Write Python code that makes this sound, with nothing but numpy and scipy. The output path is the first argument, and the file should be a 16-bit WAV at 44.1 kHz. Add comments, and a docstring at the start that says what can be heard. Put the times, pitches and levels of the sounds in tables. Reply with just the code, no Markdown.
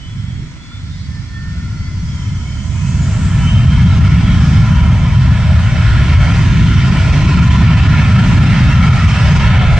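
"""Business jet taking off across an airfield

A jet across the field spools up from idle to takeoff power and starts its roll, heard on two ports.
Compressor and fan whines climb as smeared tones in a band of intake hiss, then drown in the exhaust:
filtered noise for a deep rumble and a roar, coloured by peaks and notches of the path over the ground.
An idling turbine's tones and airflow reach the left port first, thin whistles and hums come and go,
breeze stirs on the microphone, and the recorder's limiter holds the loudest swells."""
import sys
import numpy as np
from scipy import signal
from scipy.fft import rfft, irfft, next_fast_len
from scipy.io import wavfile
from scipy.ndimage import uniform_filter1d, minimum_filter1d, map_coordinates

SR = 44100
rng = np.random.default_rng(int(sys.argv[2]) if len(sys.argv) > 2 else 0)


def generate_wav(signal):
    """Clip the signal to [-1, 1] and save it as 16-bit WAV at the path in sys.argv[1]."""
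    frames = np.transpose(np.atleast_2d(signal))
    scaled = np.clip(frames, -1, 1) * 32767
    pcm = np.round(scaled).astype(np.int16)
    wavfile.write(sys.argv[1], SR, pcm)


N = 431732

# engine power from idle to takeoff: (time [s], level relative to full power [dB])
POWER = [(0, -16), (.8, -16), (1.8, -12.5), (2.6, -10), (3.1, -4), (3.6, -1), (4.2, 0.25), (9.79, 0.62)]
# blade-passing pitch of the compressor's first stage: (time [s], pitch [Hz])
CORE = [(0, 2990), (.25, 3130), (.48, 3310), (1.03, 3741), (1.6, 4170), (1.82, 4480), (2.08, 4900),
        (2.6, 5930), (3.25, 7320), (4, 8300), (5.7, 8540), (7.2, 8510), (8.4, 8330), (9.79, 8290)]
# intake sound cresting during spool-up, reference for its noise and lines: (time [s], level [dB])
INTAKE = [(0, -53.5), (.6, -56), (1, -46), (1.7, -50), (2.1, -45.5), (2.5, -45), (2.95, -40), (3.3, -38.5),
          (3.6, -45.5), (4, -50.5), (4.7, -51.5), (9.79, -56)]
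# centre of the intake hiss: base [Hz] plus slope [Hz per Hz of compressor pitch]
HUMP_BASE_HZ, HUMP_SLOPE = 2494, 0.64


def exhaust():
    """Large eddies rumble and small ones roar and hiss; all grow with engine power."""
    # noise spectra of the six bands: (frequency [Hz], density [dB per Hz])
    deep_spectrum = [(18, -38), (30, -15), (48, -6.5), (68, 0.5), (105, 0.5), (125, -5), (150, -8.5),
                     (220, -48.5), (500, -100)]
    rumble_spectrum = [(60, -38.5), (105, -7), (128, 1.5), (170, 0), (235, -11.5), (280, -22), (340, -44.5),
                       (460, -58), (1000, -110)]
    edge_spectrum = [(180, -27), (250, 4), (285, -1.5), (330, -4.5), (400, -11), (500, -23.5), (1000, -100)]
    low_spectrum = [(180, -42.5), (300, -10.5), (400, 2.5), (500, 1), (640, 4.5), (800, 7), (1000, -20.5),
                    (1400, -45.5), (3000, -100)]
    roar_spectrum = [(500, -51), (800, -11), (1000, -3), (1400, 4), (2200, -1.5), (2700, -2), (3200, -5.5),
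                     (4000, -11), (5500, -30), (9000, -94)]
    hiss_spectrum = [(2000, -38.5), (3300, -16), (4000, 3.5), (4700, 7), (5500, 7.5), (6500, 2), (6900, -3),
                     (7500, -0.5), (8050, -5), (8500, -5), (11000, 1)]
    # band: (level at full power [dB], slope with power [dB per dB], slope with aim [dB per dB])
    bands = {"deep": (-8.5, 1, 0), "rumble": (-11.5, 1.1, 0), "edge": (-34, 0.95, 0),
             "low": (-38, 1.52, 0.84), "roar": (-27.5, 1.43, 0.91), "hiss": (-37.5, 0.73, 0.53)}
    # the rolling jet turns its exhaust toward the listener: (time [s], gain [dB])
    aim_points = [(4.6, 0.5), (5, -1.7), (5.6, 0), (6, 3.5), (6.5, 2.5), (7.3, 3.5), (8, 5), (8.9, 4.5),
                  (9.15, 5), (9.4, 6), (9.79, 4.5)]
    # brightness of the rumble: (time [s], gain of the rumble [dB], gain of its top edge [dB])
    brightness = [(0, -2, 1.5), (.3, 2, -1.5), (.4, 6, 9.5), (.52, 2, 0), (1.5, 0, 1.5), (3.3, 0.5, -2.5),
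                  (4.5, 1, 2.5), (5.4, -5.5, -7), (6.1, -6, 0), (6.7, -2, 5), (7.7, 0.5, 5.5),
                  (8.4, 1.5, 3), (9.5, -2.5, -3)]
    # slow sway: (time [s], gain of the low roar [dB], gain of the hiss [dB])
    sway = [(2, -1.5, -1), (2.8, 2.5, 0.5), (3.9, -2, -2), (4.5, -1.5, 1.3), (5.1, 0.5, -2.7),
            (5.55, 2.5, -0.5), (5.95, -3.5, -0.5), (6.25, 1, 1.5), (6.55, -3, -0.5), (7.1, 0.5, 2),
            (7.45, -0.5, -0.5), (7.7, -1.5, -.5), (8.05, -2.5, -0.5), (8.4, 3, 0.5), (8.85, -1, 0.5),
            (9.35, 2.5, 2.5), (9.6, 0.5, -4.5), (9.79, 5.5, 0.5)]
    # the two deepest bands dip briefly: (time [s], length [s], depth [dB])
    lulls = [(0, 0.15, 8.5), (0.615, 0.29, 12), (1.277, .1, 4), (2.614, 0.36, 3)]
    # the two deepest bands wander between the ears at first: (time [s], left minus right [dB])
    wander_points = [(0, -5), (.75, -1.5), (1.25, -4.5), (1.7, 1.5), (2.25, 0.5), (2.7, -6), (3.1, 0)]

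    power, = curves(POWER)
    aim, = curves(aim_points)
    rumble_db, edge_db = curves(brightness)
    low_db, hiss_db = curves(sway)
    level = {band: db + by_power * power + by_aim * aim
             for band, (db, by_power, by_aim) in bands.items()}

    deep = amp(level["deep"] + 0.99 * wobble(12)) * turbulence(deep_spectrum, patchy_db=0.33)
    rumble_level = level["rumble"] + rumble_db + 0.6 * wobble(9)
    rumble = amp(rumble_level) * turbulence(rumble_spectrum, patchy_db=0.82)
    edge = amp(level["edge"] + edge_db + 1.3 * wobble(8)) * turbulence(edge_spectrum, patchy_db=2.0)
    low = amp(level["low"] + low_db + 1.4 * wobble(10)) * turbulence(low_spectrum, patchy_db=1.5)
    flutter = wobble(22)  # roar and hiss flutter together
    roar = amp(level["roar"] + 0.25 * flutter) * turbulence(roar_spectrum, patchy_db=1.1)
    hiss = amp(level["hiss"] + hiss_db + 0.26 * flutter) * turbulence(hiss_spectrum, patchy_db=1.5)

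    lull = amp(-sum(db * swell(s, length) for s, length, db in lulls))
    wander = amp(np.outer([0.5, -0.5], curves(wander_points)[0]))
    upper = placed(over_ground(low + roar + hiss), lead_ms=-0.026, pan_db=-1.0)
    return lull * wander * (deep + rumble) + edge + upper


def over_ground(pair):
    """Sliding path peaks and notches, a wall's echo combing the sound, and a quick grain from moving air."""
    # how the peaks and notches move: (time [s], shift [Hz], depth [factor])
    path_drift = [(0, -2, 1.1), (3.7, -8, 0.82), (4.6, -2.5, 1), (6.2, 11, 0.85), (7.4, 14, 0.93),
                  (8.4, -7.5, 0.79), (8.9, 5, 0.85), (9.35, -10, 0.88), (9.79, -13.5, 0.8)]
    # the path changes from standstill to rolling between these times: (start [s], end [s])
    rolling_s = (5.0, 5.9)
    wall_db, wall_delay_s, wall_drift_s_per_s = -15, 0.006, 0.0004  # the echo falls steadily behind
    grain_db = 2.2

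    hz, t, z = signal.stft(pair, SR, nperseg=2048)
    s, shift_hz, depth = np.transpose(path_drift)
    rolling = np.interp(t, rolling_s, [0, 1])
    shifted_hz = hz[:, None] - np.interp(t, s, shift_hz)
    path = amp(np.interp(t, s, depth) * path_db(shifted_hz, rolling))
    echo_delay_s = wall_delay_s + wall_drift_s_per_s * t
    comb = 1 + amp(wall_db) * np.exp(-2j * np.pi * np.outer(hz, echo_delay_s))
    field = uniform_filter1d(rng.standard_normal(path.shape), size=2, axis=0)
    field = uniform_filter1d(field, size=3, axis=1)
    grain = unit(amp(grain_db * unit(field)))
    return signal.istft(z * path * comb * grain, nperseg=2048)[1][:, :N]


def path_db(hz, rolling):
    """Reflections lift some bands and cancel others, differently once the jet is rolling."""
    # peaks and notches: (centre [Hz], width [Hz], gain near standstill [dB], gain when rolling [dB])
    path_bands = [(610, 32, 5, 6), (974, 71, 9, 8), (1150, 36, -6, -11.5), (1345, 34, 3.5, 3),
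                  (1561, 48, -8.5, -10), (1760, 47, 0, 0), (1970, 56, -4.5, -1), (2224, 75, 3, 3.5),
                  (2450, 61, -4, -1), (2680, 70, -0.5, 1.5), (2856, 65, -4, -4), (3080, 70, 5, 4),
                  (4210, 63, -0.5, 3.5), (5480, 90, 2.5, 1), (6500, 100, 4.5, 4)]
    total_db = 0
    for centre, width, early, late in path_bands:
        bell = np.exp(-0.5 * ((hz - centre) / width) ** 2)
        total_db = total_db + (early + (late - early) * rolling) * bell
    return total_db


def narrow_swells(width_hz=40):
    """Narrow bands of noise swell and fade at fixed pitches, straight ahead."""
    # (time of peak [s], time above half its height, halved [s], pitch [Hz], level [dB])
    swells = [(.72, 0.15, 1373, -46.5), (1.12, 0.33, 1110, -60), (1.62, 0.32, 1402, -45),
              (2.2, .38, 974, -54), (4.35, 0.17, 1025, -40.5), (6.17, 0.14, 2190, -30),
              (7.447, 0.4, 1006, -35.5), (7.953, 0.49, 1760, -34), (8.3, 0.43, 1364, -31.5),
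              (8.87, 0.06, 2234, -28), (8.885, 0.1, 1332, -25.5), (9.044, 0.14, 1230, -29),
              (9.423, 0.18, 987, -30), (9.542, 0.34, 2220, -32)]
    t = np.arange(N) / SR
    bell = lambda hz: np.exp(-0.25 * (hz / width_hz) ** 2)
    drift = unit(filtered(rng.standard_normal((2, N)), bell))
    out = np.zeros(N)
    for s, length, hz, db in swells:
        phase = 2 * np.pi * hz * t
        band = drift[0] * np.cos(phase) + drift[1] * np.sin(phase)
        out += amp(db) * swell(s, 2 * length) * band
    return out


def intake_hiss(width_hz=850, skirt_hz=2200, skirt_db=-13):
    """Turbulence chopped by the compressor blades: a hump of noise that climbs with the shaft."""
    def hump(hz):
        core = np.exp(-0.25 * (hz / width_hz) ** 2)
        return core + amp(skirt_db) * np.exp(-0.25 * (hz / skirt_hz) ** 2)

    noise = filtered(rng.standard_normal((2, 2, N)), hump)
    centre_hz = HUMP_BASE_HZ + HUMP_SLOPE * curves(CORE)[0]
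    phase = 2 * np.pi * np.cumsum(centre_hz) / SR
    hiss = unit(noise[0] * np.cos(phase) + noise[1] * np.sin(phase))
    pan_db = np.array([[-1.5], [1.5]])  # stronger at the right port
    return amp(curves(INTAKE)[0] - 1.5 + 0.82 * wobble(10) + pan_db) * hiss


def shaft_lines():
    """Uneven blades sound multiples of the shaft speed, each line fading on its own under the hiss."""
    first_stage_blades, first_order, last_order = 28, 22, 41
    lines_db, width_hz = -7, 750  # level against the intake reference; spread about the hiss centre
    fade_db, fade_rate, smear_rad = 6, 28, 1.8  # depth, knots a second, phase jitter

    core_hz, = curves(CORE)
    shaft_hz = core_hz / first_stage_blades
    phase = 2 * np.pi * np.cumsum(shaft_hz) / SR
    centre_hz = HUMP_BASE_HZ + HUMP_SLOPE * core_hz
    out = np.zeros((2, N))
    for order in range(first_order, last_order + 1):
        hump = np.exp(-0.25 * ((order * shaft_hz - centre_hz) / width_hz) ** 2)
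        fading = unit(amp(fade_db * wobble(fade_rate)))
        line = hump * fading * np.sin(order * phase + smear_rad * wobble(60))
        angle = rng.uniform(0, 2 * np.pi)  # random balance and polarity at the ports
        out += np.outer([np.cos(angle), np.sin(angle)], line)
    return amp(curves(INTAKE)[0] + lines_db) * unit(out)


def compressor():
    """Stages whine at multiples of the climbing shaft speed and swell as their beams sweep past."""
    # stage: blade count relative to the first stage [ratio]
    stages = {"first": 1, "second": 1.107, "third": 1.32}
    smear_hz = 4600  # the air jitters a whine of this pitch by about one radian, higher ones more
    hz, = curves(CORE)
    # the whine between swells fades out over the second before 2.8 s
    faint = amp(-65) * np.clip(2.8 - np.arange(N) / SR, 0, 1)
    return sum(tone(hz * ratio, faint + beam_gain(stage), smear=hz * ratio / smear_hz, fade_db=4.5)
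               for stage, ratio in stages.items())


def fan():
    """Two fans whine slightly out of step, with a smeared octave above."""
    # blade-passing pitch of the fan: (time [s], pitch [Hz])
    fan_pitch = [(0, 1250), (1.8, 2034), (2.3, 2077), (2.62, 2320), (2.95, 2613), (3.42, 3025),
                 (3.85, 3216), (4.3, 3291), (9.79, 3330)]
    hz, = curves(fan_pitch)
    gain = amp(-66.5) + beam_gain("fan")
    strong = tone(hz, gain, smear=0.45, fade_db=1.2)
    weak = tone(hz * 1.008, gain * amp(-12), smear=1.2)
    octave = tone(2 * hz, gain * amp(-27.5) + beam_gain("fan octave"), smear=1.2)
    return strong + weak + octave


def beam_gain(blades):
    """A whine swells as its beam sweeps past: the summed swells of one row of blades."""
    # (time of peak [s], time above half its height [s], row of blades, level [dB])
    beams = [(.05, 0.22, "first", -46), (.32, .25, "first", -53), (.73, 0.22, "first", -45.5),
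             (.94, 0.11, "first", -44.5), (1.03, .05, "first", -51), (1.62, .12, "first", -54),
             (1.825, 0.094, "first", -43.5), (1.97, .08, "first", -52), (2.08, .08, "first", -48.5),
             (2.68, .2, "first", -54), (2.95, .3, "first", -53), (6.147, .7, "first", -60.5),
             (7, 0.46, "first", -62), (9.2, .9, "first", -62), (.83, .12, "second", -59),
             (1.03, .06, "second", -53), (1.4, .35, "second", -60), (1.9, .25, "second", -58),
             (2.13, .1, "second", -50), (2.28, .09, "second", -51), (2.39, .09, "second", -49),
             (2.6, .1, "second", -53), (3.25, 0.22, "second", -58), (1.05, .5, "third", -59.5),
             (1.62, .3, "third", -61), (2.2, .3, "third", -57), (1.84, 0.16, "fan", -45),
             (2.247, 0.56, "fan", -47.5), (2.495, .083, "fan", -45), (2.82, .14, "fan", -40),
             (2.96, .1, "fan", -46), (3.42, .04, "fan", -35.5), (3.485, .07, "fan", -29.5),
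             (3.575, .1, "fan", -30), (3.72, .13, "fan", -35), (3.86, .09, "fan", -38),
             (4.294, .2, "fan", -39), (3.47, .25, "fan octave", -52), (3.92, 0.29, "fan octave", -50),
             (4.5, .6, "fan octave", -56)]
    return sum(amp(db) * swell(s, length) for s, length, which, db in beams if which == blades)


def idling_turbine():
    """Narrow lines and a soft rush of airflow, held at a nearly steady level as the roar grows."""
    # lines: (pitch [Hz], level [dB], fully faded in by [s])
    idle_tones = [(2020, -54.5, 0), (3372, -50.5, 0), (4277, -54.5, .5), (6735, -66, .4), (10745, -60, 0)]
    # airflow noise: (frequency [Hz], density [dB per Hz])
    idle_air = [(100, 2), (280, 16), (380, -5.5), (520, -1), (800, -2.5), (1100, -3), (1370, 3.5),
                (1620, 1), (2200, 7.5), (2420, 1), (2700, -2), (3400, -.5), (4000, -4.5), (5500, -7),
                (7000, -8), (8500, -13.5), (10000, -21)]
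    rise_s = 0.2
    t = np.arange(N) / SR
    lines = np.zeros((2, N))
    for hz, db, start in idle_tones:
        fade_in = np.clip(1 + (t - start) / rise_s, 0, 1)
        lines += tone(hz, amp(db) * fade_in, smear=0.25, fade_db=2.5)
    air = unit(filtered(rng.standard_normal((3, N)), lambda hz: amp(along(idle_air, hz))))
    rush = air[:2] + air[2]  # part separate at each port, part shared
    return placed(lines + amp(-43.5 + 0.93 * wobble(5.1)) * rush, lead_ms=0.12, pan_db=-1.0)


def whistles():
    """Nearly pure tones slide and flutter: whistles reach the left port first, hums come from ahead."""
    # thin whistles and hums: (time [s], pitch [Hz], level [dB])
    low_whistle = [(1.05, 1780, -100), (1.1, 1780, -48), (1.185, 1780, -41), (1.235, 1785, -58),
                   (1.32, 1795, -45), (1.365, 1798, -33.5), (1.41, 1800, -39.5), (1.46, 1802, -38),
                   (1.53, 1806, -41.5), (1.565, 1806, -58), (1.607, 1804, -39.5), (1.66, 1795, -54),
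                   (1.7, 1795, -100)]
    high_whistle = [(2.05, 3330, -100), (2.085, 3270, -45), (2.14, 3185, -48), (2.22, 3125, -42.5),
                    (2.33, 3095, -48), (2.52, 3100, -43.5), (2.65, 3073, -45), (2.71, 3070, -100)]
    falling_hum = [(4.5, 1015, -100), (4.6, 1008, -44), (4.68, 1000, -33.5), (4.79, 968, -34.5),
                   (4.88, 960, -44), (5, 955, -100)]
    steady_hum = [(2, 651, -80), (2.6, 651, -54), (3.3, 651, -47), (9.79, 651, -46)]
    flutter_hz, jitter_rad = 33.2, 1.6  # rate of the flutter and its unevenness

    def sing(curve, flutter, smear):
        """One gliding tone with an uneven tremble."""
        hz, db = curves(curve)
        flutter_phase = 2 * np.pi * flutter_hz * np.arange(N) / SR + jitter_rad * wobble(19)
        tremble = 1 + flutter * np.sin(flutter_phase)
        phase = 2 * np.pi * np.cumsum(hz) / SR + smear * wobble(45)
        return np.sqrt(2) * amp(db) * tremble * np.sin(phase)

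    left = sing(low_whistle, flutter=0.15, smear=0.2) + sing(high_whistle, flutter=0.7, smear=0.4)
    ahead = sing(falling_hum, flutter=0.2, smear=0.35) + sing(steady_hum, flutter=0.2, smear=0.8)
    return placed(left, lead_ms=0.08, pan_db=-3) + ahead


def breeze():
    """Soft, lumpy air pressure on the microphone, over a faint rumble separate at each port."""
    # spectrum of the lumpy pressure: (frequency [Hz], density [dB per Hz])
    gust_spectrum = [(10, -16), (25, 1), (45, -0.5), (70, -13.5), (150, -46.5), (300, -100)]
    # puffs: (time of peak [s], time above half its height [s], level before a 1.5 dB trim [dB])
    puffs = [(0.1, 0.2, -36), (0.43, 0.15, -27.5), (2.103, 0.79, -30), (4.997, 0.43, -39.5),
             (6.149, 0.69, -31), (9.607, 0.52, -16.5)]
    port_spectrum = [(20, -10.5), (60, -3.5), (130, 3.5), (300, -34.5), (700, -65.0)]  # (Hz, dB per Hz)
    ports = unit(filtered(rng.standard_normal((2, N)), lambda hz: amp(along(port_spectrum, hz))))
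    strength = amp(-36 + curves(POWER)[0])  # the air stirs more as the power rises
    strength = strength + sum(amp(db) * swell(s, length) for s, length, db in puffs)
    return strength * amp(-1.5) * turbulence(gust_spectrum, patchy_db=1.0) + amp(-34.5) * ports


def turbulence(spectrum, patchy_db):
    """Stereo noise whose middle has rms 1; moving air focuses and scatters it in patches."""
    # left-right likeness: (frequency [Hz], correlation [0 to 1])
    alike = [(30, 0.82), (70, 0.96), (140, 1), (350, 0.97), (700, 0.81), (1400, 0.85), (2600, 0.81),
             (4500, 0.48), (8000, 0.049)]
    z = signal.stft(rng.standard_normal((2, N)), nperseg=512)[2]
    field = uniform_filter1d(rng.standard_normal(z.shape[1:]), size=4, axis=0)
    field = uniform_filter1d(field, size=30, axis=1)
    pair = signal.istft(z * amp(patchy_db * unit(field)), nperseg=512)[1][:, :N]

    def mid_side(hz):
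        turn = np.arccos(np.clip(along(alike, hz), -1, 1)) / 2
        return amp(along(spectrum, hz)) * [np.cos(turn), np.sin(turn)]

    mid, side = filtered(pair, mid_side)
    return np.array([mid + side, mid - side]) / np.std(mid)


def tone(hz, gain, smear, fade_db=1.5):
    """A far tone: the air jitters its phase and makes it fade, its phase drifting between the ears."""
    phase = 2 * np.pi * np.cumsum(hz * np.ones(N)) / SR + smear * wobble(70)
    fading = unit(amp(fade_db * wobble(30)))
    return np.sqrt(2) * gain * fading * np.sin(phase + np.outer([1, -1], 0.62 * wobble(12)))


def placed(pair, lead_ms, pan_db):
    """Position by arrival and level: the left port leads by lead_ms and is pan_db above the right."""
    sides = np.array([[0.5], [-0.5]])
    advance = lambda hz: np.exp(2j * np.pi * hz * sides * lead_ms / 10 ** 3)
    return amp(sides * pan_db) * filtered(pair, advance)


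def swell(s, length):
    """A smooth rise to 1 at s and fall back, above one half for length seconds."""
    u = (np.arange(N) / SR - s) / length
    inside, out = np.abs(u) < 1, np.zeros(N)
    out[inside] = np.cos(np.pi * u[inside] / 2) ** 2
    return out


def wobble(rate):
    """A smooth random curve, rate knots a second."""
    knots = rng.standard_normal(int(N * rate / SR) + 4)
    coarse = np.arange(0, N, 32)
    return np.interp(np.arange(N), coarse, map_coordinates(knots, [coarse * rate / SR]))


def curves(rows):
    """One value per sample for each column after the time."""
    s, *cols = np.transpose(rows)
    return [np.interp(np.arange(N) / SR, s, c) for c in cols]


def along(points, hz):
    """Interpolate (Hz, value) points on a log axis."""
    f, v = np.transpose(points)
    return np.interp(np.log(hz + 1), np.log(f + 1), v)


def filtered(x, response):
    """Shape the spectrum of x by a response of frequency."""
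    m = next_fast_len(N + SR // 4, real=True)
    return irfft(rfft(x, m) * response(np.fft.rfftfreq(m, 1 / SR)), m)[..., :N]


def amp(db):
    """Decibels to gain."""
    return 10 ** (np.asarray(db) / 20)


def unit(x):
    """Scale to rms 1."""
    return x / np.sqrt(np.mean(x ** 2) + 1e-20)


def scene():
    """The jet and the field around it."""
    jet = exhaust() + intake_hiss() + shaft_lines() + compressor() + fan()
    return jet + narrow_swells() + idling_turbine() + whistles() + breeze()


def record(dry):
    """Bass phase differs by port, treble falls steeply above 8.5 kHz, a fast limiter holds tall swells."""
    # treble roll-off: (frequency [Hz], gain [dB])
    treble = [(8550, 0), (8850, -6), (9150, -12), (10600, -21), (11400, -37), (15500, -35)]
    lead_hz, top_hz = 12, 15700  # the right port's phase leads by 45 degrees here; band limit
    skew = lambda hz: np.exp(1j * np.outer([-0.5, 0.5], np.arctan2(lead_hz, hz)))
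    rolled_off = filtered(dry, lambda hz: amp(along(treble, hz)) * skew(hz))
    needed = np.minimum(1, 1 / (np.abs(rolled_off).max(axis=0) + 1e-9))
    gain = uniform_filter1d(minimum_filter1d(needed, size=600), size=500)
    return filtered(rolled_off * gain, lambda hz: hz < top_hz)


dry = scene()
out = record(dry)
generate_wav(out)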